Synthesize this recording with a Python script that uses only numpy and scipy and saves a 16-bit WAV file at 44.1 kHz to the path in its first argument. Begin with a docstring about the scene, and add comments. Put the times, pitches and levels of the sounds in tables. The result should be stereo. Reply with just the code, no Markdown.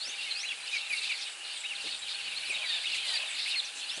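"""Weaver colony in a tree

Close to a stereo pair of microphones, one bird repeats a rising whistle and another an arched note
every 0.6 s. Neighbours add slurs, chips, nasal calls, rasps, buzzes and croaks, scattered by the branches.
Each whistle is an unsteady tone of the syrinx. Farther off, the colony blends into a babble over a
steady hiss, with a few soft low bumps."""
import sys
import numpy as np
from scipy import signal
from scipy.fft import rfft, irfft
from scipy.io import wavfile

SR = 44100
rng = np.random.default_rng(int(sys.argv[2]) if len(sys.argv) > 2 else 0)


def to_wav(sig):
    """Store sig (one row per channel, or 1-D mono) as 16-bit WAV at the path in sys.argv[1].

    Samples outside -1..1 are clipped; the rate is SR.
    """
    pcm = np.clip(np.atleast_2d(sig), -1, 1) * 32767
    pcm = np.round(pcm).astype(np.int16)
    wavfile.write(sys.argv[1], SR, pcm.T)  # frames by channels


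N = 176400
TIME_S = np.arange(N) / SR
LEFT_RIGHT = np.array([[1], [-1]])
TREE_T60_S = 0.28


def from_db(db):
    """Decibels to gain."""
    return 10 ** (np.asarray(db) / 20)


def rms_one(x):
    """Scale to unit rms."""
    return x / np.sqrt(np.mean(x ** 2) + 1e-20)


def at_hz(points, hz):
    """Read a spectrum on a log-frequency axis."""
    freqs, values = np.transpose(points)
    return np.interp(np.log(hz), np.log(freqs), values)


def contour(points, at):
    """Read a curve of straight lines between points."""
    return np.interp(at, *np.transpose(points))


def bandpass(x, low_hz, high_hz):
    """Keep one band, with gentle slopes."""
    return signal.sosfilt(signal.butter(2, [low_hz, high_hz], "band", fs=SR, output="sos"), x)


def drift(rate_hz, size):
    """Smooth random wander of spread about 1."""
    at = np.arange(size) * rate_hz / SR
    knots = np.random.default_rng(rng.integers(1 << 30)).standard_normal(int(at[-1]) + 2)
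    return np.interp(at, np.arange(len(knots)), knots)


def progress(length_s):
    """Runs from 0 to 1 over a note; called u below."""
    return np.linspace(0, 1, max(int(length_s * SR), 64))


def envelope(u, edge):
    """Soft rise, hold, soft fall; each edge takes the given share of the note."""
    return np.sin(np.pi / 2 * np.clip(np.minimum(u, 1 - u) / edge, 0, 1))


def pulse_cycle(per_s, jitter, jitter_hz, size):
    """Runs from 0 to 1 over each pulse of an uneven train."""
    return np.cumsum(per_s * (1 + jitter * drift(jitter_hz, size))) / SR % 1


def perch(out, start_s, sound):
    """Mix a sound in at its time, from a perch a little left or right of the microphones."""
    onset = int(start_s * SR)
    first, last = max(onset, 0), min(onset + len(sound), N)
    pan = from_db(-0.25 * rng.normal() * LEFT_RIGHT)
    if last > first:
        out[:, first:last] += pan * sound[first - onset:last - onset]


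def whistle(hz, waver=0.007, rough=0):
    """An unsteady tone of the syrinx; fast flutter of its strength makes it hoarse."""
    phase = 2 * np.pi * np.cumsum(hz * (1 + waver * drift(583, len(hz)))) / SR
    hoarse = (1 + rough * drift(1400, len(hz))) / np.sqrt(1 + rough ** 2)
    shimmer = from_db(1.32 * drift(201, len(hz)))
    return (np.sin(phase) + from_db(-22) * np.sin(2 * phase)) * hoarse * shimmer


def scatter(x, t60_s, side_db=-15):
    """Many small reflections from leaves and branches, dying away."""
    t = np.arange(SR // 2) / SR
    mid, side = rng.standard_normal((2, len(t))) * from_db(-60 * t / t60_s) * (t > .001)
    echoes = (mid + from_db(side_db) * side * LEFT_RIGHT) / np.sqrt(np.sum(mid ** 2))
    return signal.fftconvolve(x, echoes, axes=1)[:, :N]


def off_axis(x, left_lead_s):
    """Sound from one side reaches one microphone slightly earlier."""
    hz = np.arange(N // 2 + 1) * SR / N
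    return irfft(rfft(x) * np.exp(1j * np.pi * hz * left_lead_s * LEFT_RIGHT), N)


# How alike the ambience is at the two microphones: frequency_hz, correlation
MIC_LIKENESS = [(40, 0.97), (2800, 1), (4500, 0.75), (6500, 0.034), (8000, 0.023), (11000, 0.019)]

def ambience(spectrum, flicker_db, low_flicker_db):
    """Third-octave stereo noise at unit rms, each band with its own level, flicker and width."""
    out, edges = 0, 30 * 2 ** (np.arange(27) / 3)
    white = rng.standard_normal((2, 2, N))
    for k, (low, high) in enumerate(zip(edges, edges[1:])):
        mid, side = bandpass(white[k % 2], low, high)
        hz = np.sqrt(low * high)
        alike = at_hz(MIC_LIKENESS, hz)
        band = np.sqrt(1 + alike) * mid + np.sqrt(1 - alike) * side * LEFT_RIGHT
        depth_db = at_hz([(180, low_flicker_db), (520, flicker_db)], hz)
        out = out + from_db(at_hz(spectrum, hz) + depth_db * drift(22.23, N)) * band
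    return rms_one(out)


# Hiss all around the tree: frequency_hz, relative_density_db
HISS_SPECTRUM = [(30, -69), (60, -31.5), (120, -33.5), (250, -11), (500, 0.5), (800, 3.5), (1100, 2.5),
                 (1800, 8.5), (3000, -10), (5000, 0.5), (6400, 3), (7700, 7), (9500, 7.5), (11000, -3)]
# Faint rumble, the same at both microphones: time_s, level_db
RUMBLE_LEVELS = [(0, -76.5), (1.1, -75.5), (1.2, -104), (1.6, -105), (1.7, -75), (2.4, -69), (3.3, -80),
                 (4, -76)]

def background():
    """Steady hiss with an uneven low rumble and a faint wavering hum."""
    phase = 2 * np.pi * np.cumsum(808 + 6.94 * drift(60, N)) / SR
    hum = from_db(-61 + 2 * drift(4.93, N)) * np.sin(phase + .5 * LEFT_RIGHT)
    low_noise = rms_one(bandpass(rng.standard_normal(N), 62.4, 356))
    rumble = low_noise * from_db(contour(RUMBLE_LEVELS, TIME_S) + 3.3 * drift(24.94, N))
    hiss = from_db(-47) * ambience(HISS_SPECTRUM, flicker_db=.5, low_flicker_db=8.5)
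    return hiss + hum + rumble


# Echoes of the distant birds: frequency_hz, relative_density_db
WASH_SPECTRUM = [(200, -60), (500, -24.5), (1200, -22), (1900, -7.5), (2400, -13), (2800, 0.5),
                 (3400, -6.5), (3900, -1.5), (4700, -9), (5600, -33), (7000, -15)]
# Distant chatter as it reaches the microphones: time_s, level_db
BABBLE_LEVELS = [(0, -42.5), (.25, -39.5), (0.549, -43), (.68, -39.5), (.87, -42), (1.1, -38), (1.27, -41),
                 (1.36, -46.5), (1.48, -40), (1.63, -48), (1.8, -38), (1.99, -43.5), (2.1, -39),
                 (2.45, -37.5), (2.93, -36), (3.5, -36.5), (3.72, -41), (3.95, -37)]

def far_colony(calls_per_s=190, low_hz=2727, high_hz=3852):
    """Distant birds slur at random in two registers; their echoes merge into a wash."""
    wash = from_db(-3.5) * ambience(WASH_SPECTRUM, flicker_db=2.3, low_flicker_db=2.3)
    calls = np.zeros((2, N))
    chance = np.random.default_rng(rng.integers(1 << 30))
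    for _ in range(int(calls_per_s * N / SR)):
        when, register, span = chance.random(3)
        pitch, glide, strength = np.clip(chance.normal(size=3), -2, 2)
        u = progress(.008 + .035 * span ** 2)
        register_hz = low_hz if register < .55 else high_hz
        hz = register_hz * np.exp(.1 * pitch + 0.1809 * (glide - .5) * (u - .5))
        tone = whistle(hz, waver=0.017, rough=.4)
        perch(calls, when * N / SR, from_db(2 * strength) * envelope(u, 0.12) * tone)
    babble = rms_one(calls + from_db(-3.5) * scatter(calls, TREE_T60_S))
    return from_db(contour(BABBLE_LEVELS, TIME_S)) * rms_one(babble + wash)


# Soft low bumps, near the centre: start_s, length_s, level_db
LOW_BUMPS = [(0.069, 0.035, -58.5), (1.84, 0.039, -50), (2.487, 0.029, -52.5), (3.974, 0.016, -48)]

def bumps():
    """Short, soft puffs of low noise."""
    out = np.zeros((2, N))
    low_noise = rms_one(bandpass(rng.standard_normal(N), 233, 680))
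    for start, length, db in LOW_BUMPS:
        u = progress(length)
        puff = np.roll(low_noise, int(start * SR))[:len(u)]
        perch(out, start, from_db(db) * envelope(u, 0.057) * puff)
    return out


# Low croaks under the nearby chatter: start_s, length_s, level_db
CROAK_CALLS = [(2.507, 0.16, -52), (2.715, 0.11, -56.5), (3.056, 0.23, -51.5)]

def croaks():
    """Hoarse calls: noise, chopped in uneven pulses, in a low resonance."""
    out = np.zeros((2, N))
    cycle = pulse_cycle(per_s=54, jitter=0.19, jitter_hz=80, size=N)
    pulses = rng.standard_normal(N) * np.exp(-1.5 * cycle)
    voice = rms_one(bandpass(pulses, 660, 980))
    for start, length, db in CROAK_CALLS:
        u = progress(length)
        croak = np.roll(voice, -int(start * SR))[:len(u)]
        perch(out, start, from_db(db) * envelope(u, 0.19) * croak)
    return out


# Bright buzzes from nearby perches: start_s, length_s, low_hz, high_hz, level_db
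BUZZ_CALLS = [(0.709, 0.066, 4900, 6850, -49), (0.879, 0.16, 5000, 10400, -53),
              (1.027, 0.036, 4770, 10300, -48.5), (1.092, 0.02, 5000, 10600, -47.5),
              (1.175, 0.071, 4650, 5800, -46), (1.803, 0.11, 4800, 9300, -52),
              (2.939, 0.039, 5000, 9500, -46.5), (3.042, 0.13, 6400, 10400, -48),
              (3.47, 0.038, 7500, 11100, -47), (3.748, 0.065, 5030, 8200, -47.5),
              (3.964, 0.022, 7000, 9200, -49.5)]

def buzzes(pulse_decay_db=7):
    """Short surges of bright sizzle, chopped into quick uneven pulses."""
    out = np.zeros((2, N))
    for start, length, low, high, db in BUZZ_CALLS:
        u = progress(length)
        cycle = pulse_cycle(per_s=130, jitter=0.42, jitter_hz=180, size=len(u))
        pulses = drift(SR, len(u)) * from_db(-pulse_decay_db * cycle)
        perch(out, start, from_db(db) * envelope(u, 0.13) * rms_one(bandpass(pulses, low, high)))
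    return out


# Nasal scolding close by: start_s, length_s, start_hz, end_hz, level_db
NASAL_CALLS = [(2.643, 0.15, 1020, 826, -40), (3.026, .19, 1150, 809, -42)]
# Its harmonics, first to fourth: relative_db
NASAL_HARMONICS = [-27, -5, -24, 0]

def nasal_calls():
    """Falling calls whose strong second and fourth harmonics make them nasal."""
    out = np.zeros((2, N))
    for start, length, first, last, db in NASAL_CALLS:
        u = progress(length)
        hz = (first + (last - first) * u ** .8) * (1 + 0.021 * drift(910, len(u)))
        phase = 2 * np.pi * np.cumsum(hz) / SR
        voice = sum(from_db(level + 4 * drift(143, len(u))) * np.sin(k * phase)
                    for k, level in enumerate(NASAL_HARMONICS, 1))
        perch(out, start, from_db(db) * envelope(u, 0.037) * voice)
    return out


# Rasping scolds close by: start_s, length_s, centre_hz, level_db
RASP_CALLS = [(0.125, 0.17, 4020, -46), (0.712, 0.11, 4500, -45), (0.906, 0.084, 4320, -46.5),
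              (1.012, 0.09, 4040, -39), (1.173, 0.17, 4080, -50), (1.418, 0.22, 4060, -47),
              (1.827, 0.17, 3797, -41), (2.076, 0.062, 4066, -39.5), (2.52, 0.094, 3220, -44),
              (2.652, 0.13, 3920, -39.5), (2.879, 0.16, 3690, -38.5), (3.001, 0.23, 3850, -41),
              (3.069, .055, 3870, -38.5), (3.352, 0.14, 4006, -38.5), (3.465, 0.077, 4135, -40)]

def rasps(swing=0.215):
    """The pitch is thrown down again and again in uneven pulses."""
    out = np.zeros((2, N))
    for start, length, hz, db in RASP_CALLS:
        u = progress(length)
        cycle = pulse_cycle(per_s=150, jitter=0.26, jitter_hz=200, size=len(u))
        tone = whistle(hz * (1 + swing * (1 - 2 * cycle) + 0.1044 * drift(1500, len(u))))
        pulses = tone * envelope(cycle, 0.033) * from_db(-1.5 * drift(234, len(u)))
        perch(out, start, from_db(db) * envelope(u, 0.36) * rms_one(pulses))
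    return out


# Slurs from the near branches: start_s, length_s, start_hz, end_hz, level_db
SLUR_NOTES = [(0.249, 0.054, 2350, 2060, -42), (0.304, 0.026, 4480, 3930, -28.5),
              (0.448, 0.052, 4260, 3820, -39), (0.484, 0.018, 3460, 3325, -29),
              (0.627, 0.026, 3850, 4180, -43), (0.725, 0.057, 2630, 2180, -27),
              (0.894, 0.062, 2680, 2115, -27.5), (0.916, 0.028, 4750, 4720, -44),
              (0.952, 0.036, 2784, 2715, -35.5), (0.974, 0.019, 3800, 3860, -39),
              (1.01, 0.019, 2700, 2630, -32.5), (1.091, 0.0365, 2730, 2166, -29),
              (1.632, 0.037, 3920, 3650, -37), (1.773, 0.054, 2920, 2710, -39),
              (1.92, 0.043, 3890, 3650, -35.5), (2.015, 0.03, 4010, 3756, -35.5),
              (2.138, 0.027, 4050, 4530, -35), (2.175, 0.049, 2885, 2680, -37),
              (2.358, 0.033, 3850, 4520, -33), (2.494, 0.04, 2818, 2146, -28.5),
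              (2.537, 0.0234, 3956, 3670, -29), (2.612, 0.048, 2720, 2113, -31.5),
              (2.652, 0.082, 4795, 4365, -37.5), (2.685, 0.079, 3880, 3670, -30.5),
              (2.749, 0.034, 3680, 3420, -37), (2.843, 0.018, 3840, 3730, -31),
              (3.078, 0.027, 4170, 3930, -32.5), (3.206, .035, 3270, 2500, -56),
              (3.269, 0.027, 3850, 3380, -35), (3.542, 0.025, 2730, 2010, -39.5),
              (3.892, 0.019, 3160, 3750, -32.5)]
# Level whistles from deep in the tree: start_s, length_s, pitch_hz, level_db
HELD_NOTES = [(.175, .085, 2760, -39), (.8, .085, 2700, -41), (1.4, .14, 2860, -44)]
# Sharp, falling chips close by: start_s, length_s, start_hz, level_db
CHIP_NOTES = [(0.089, 0.025, 3900, -39), (0.402, 0.018, 4600, -40), (0.671, 0.013, 5400, -37.5),
              (0.768, 0.022, 4900, -37), (0.784, 0.012, 3660, -37), (.81, 0.015, 4850, -40),
              (.972, 0.014, 4850, -34), (0.989, 0.012, 4860, -34), (1.065, 0.018, 4750, -41),
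              (1.115, 0.013, 4800, -33), (1.218, 0.028, 5120, -40), (1.562, 0.017, 4200, -39),
              (1.751, 0.0203, 4370, -38), (1.807, .018, 5000, -40), (1.909, 0.023, 4920, -35),
              (2.081, 0.014, 4370, -37.5), (2.553, .018, 2960, -33), (3.503, 0.02, 4720, -30.5)]
# Near notes that swell, then hook down in pitch: start_s, length_s, pitch_hz, reference_db
HOOK_NOTES = [(3.136, 0.042, 4670, -23.5), (3.553, .051, 4275, -22)]
# Thin, sizzling high calls close by: start_s, length_s, start_hz, end_hz, level_db
THIN_NOTES = [(0.887, 0.16, 10540, 8040, -49), (1.244, 0.092, 8770, 7530, -49.5),
              (1.526, 0.1, 9300, 7300, -48), (1.938, 0.08, 9250, 7280, -49),
              (2.48, 0.06, 9350, 6920, -44.5), (3.087, .08, 9600, 9160, -51),
              (3.276, 0.086, 8500, 7400, -47), (3.645, 0.029, 6050, 5400, -44)]

def whistlers(slur_fade_db=13, chip_fall=.27, hook_drop=.25, hook_swell_db=8.5):
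    """Birds around the tree bend the tone of the syrinx into five kinds of short note."""
    out = np.zeros((2, N))
    for start, length, first, last, db in SLUR_NOTES:
        u = progress(length)
        tone = whistle(first + (last - first) * u ** 0.724, rough=.25)
        perch(out, start, from_db(db - slur_fade_db * (2 * u - 1) ** 2) * envelope(u, 0.12) * tone)
    for start, length, hz, db in HELD_NOTES:
        u = progress(length)
        tone = whistle(np.full(len(u), hz), waver=.014, rough=.35)
        perch(out, start, from_db(db) * envelope(u, 0.17) * tone)
    for start, length, hz, db in CHIP_NOTES:
        u = progress(length)
        perch(out, start, from_db(db) * envelope(u, 0.14) * whistle(hz * (1 - chip_fall * u)))
    for start, length, hz, db in HOOK_NOTES:
        u = progress(length)
        tone = whistle(hz * (1 - hook_drop * u ** 6.88), rough=.2)
        perch(out, start, from_db(db - hook_swell_db * (1.5 - u)) * envelope(u, 0.037) * tone)
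    for start, length, first, last, db in THIN_NOTES:
        u = progress(length)
        hz = (first + (last - first) * u) * (1 + .045 * drift(3000, len(u)))
        gain = from_db(db + 2.5 * drift(130, len(u)))
        perch(out, start, gain * envelope(u, 0.15) * whistle(hz, waver=0.022, rough=.5))
    return out


# Rising whistles, near and just right of centre: start_s, length_s, start_hz, end_hz, level_db
RISING_NOTES = [(-.02, 0.15, 3840, 7270, -35), (0.319, 0.14, 3920, 7150, -35.5),
                (2.432, 0.12, 4350, 7250, -45.5), (3.866, 0.13, 4630, 7050, -42)]
# Arched notes, near and just left of centre: start_s, length_s, level_db
ARCHED_NOTES = [(0.428, .11, -34), (1.032, 0.12, -34.5), (1.633, 0.11, -33.5), (2.24, 0.11, -41),
                (2.837, .125, -33.5), (3.458, 0.11, -33)]
# The shape of every arch: share_of_note, pitch_hz
ARCH_PITCH = [(0, 1950), (.14, 2480), (.28, 2875), (.42, 3020), (.6, 2980), (.8, 2680), (1, 1960)]

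def singers(rise_fade_db=6.4, arch_dip_db=4.5):
    """One bird repeats a rising whistle, another an arched note, both from behind leaves."""
    rising, arched = np.zeros((2, 2, N))
    for start, length, first, last, db in RISING_NOTES:
        u = progress(length)
        tone = whistle(first + (last - first) * u ** 1.5, waver=.017, rough=.35)
        perch(rising, start, from_db(db - rise_fade_db * u ** 2) * envelope(u, 0.28) * tone)
    for start, length, db in ARCHED_NOTES:
        u = progress(length)
        tone = whistle(contour(ARCH_PITCH, u), rough=.3)
        gain = from_db(db - arch_dip_db * np.sin(np.pi * u) ** 2)  # softer at the top of the arch
        perch(arched, start, gain * envelope(u, 0.12) * tone)
    direct = off_axis(rising, left_lead_s=-23e-6) + off_axis(arched, left_lead_s=18e-6)
    leaves = from_db(-9.5) * scatter(direct, t60_s=0.027)
    return direct + leaves


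def scene():
    """At the microphones: near birds with their echoes in the tree, the far colony and the background."""
    chatter = whistlers() + nasal_calls() + rasps() + buzzes() + croaks()
    songs = singers()
    twigs = from_db(-4.5) * scatter(chatter, t60_s=0.069, side_db=-13.5)
    tree = from_db(-9.5) * scatter(chatter + songs, TREE_T60_S)
    return chatter + songs + twigs + tree + bumps() + background() + far_colony()


def record(dry):
    """Both microphone channels are cut steeply above 11.1 kHz."""
    return signal.sosfilt(signal.ellip(14, .2, 80, 11100, fs=SR, output="sos"), dry)


dry = scene()
out = record(dry)
to_wav(out)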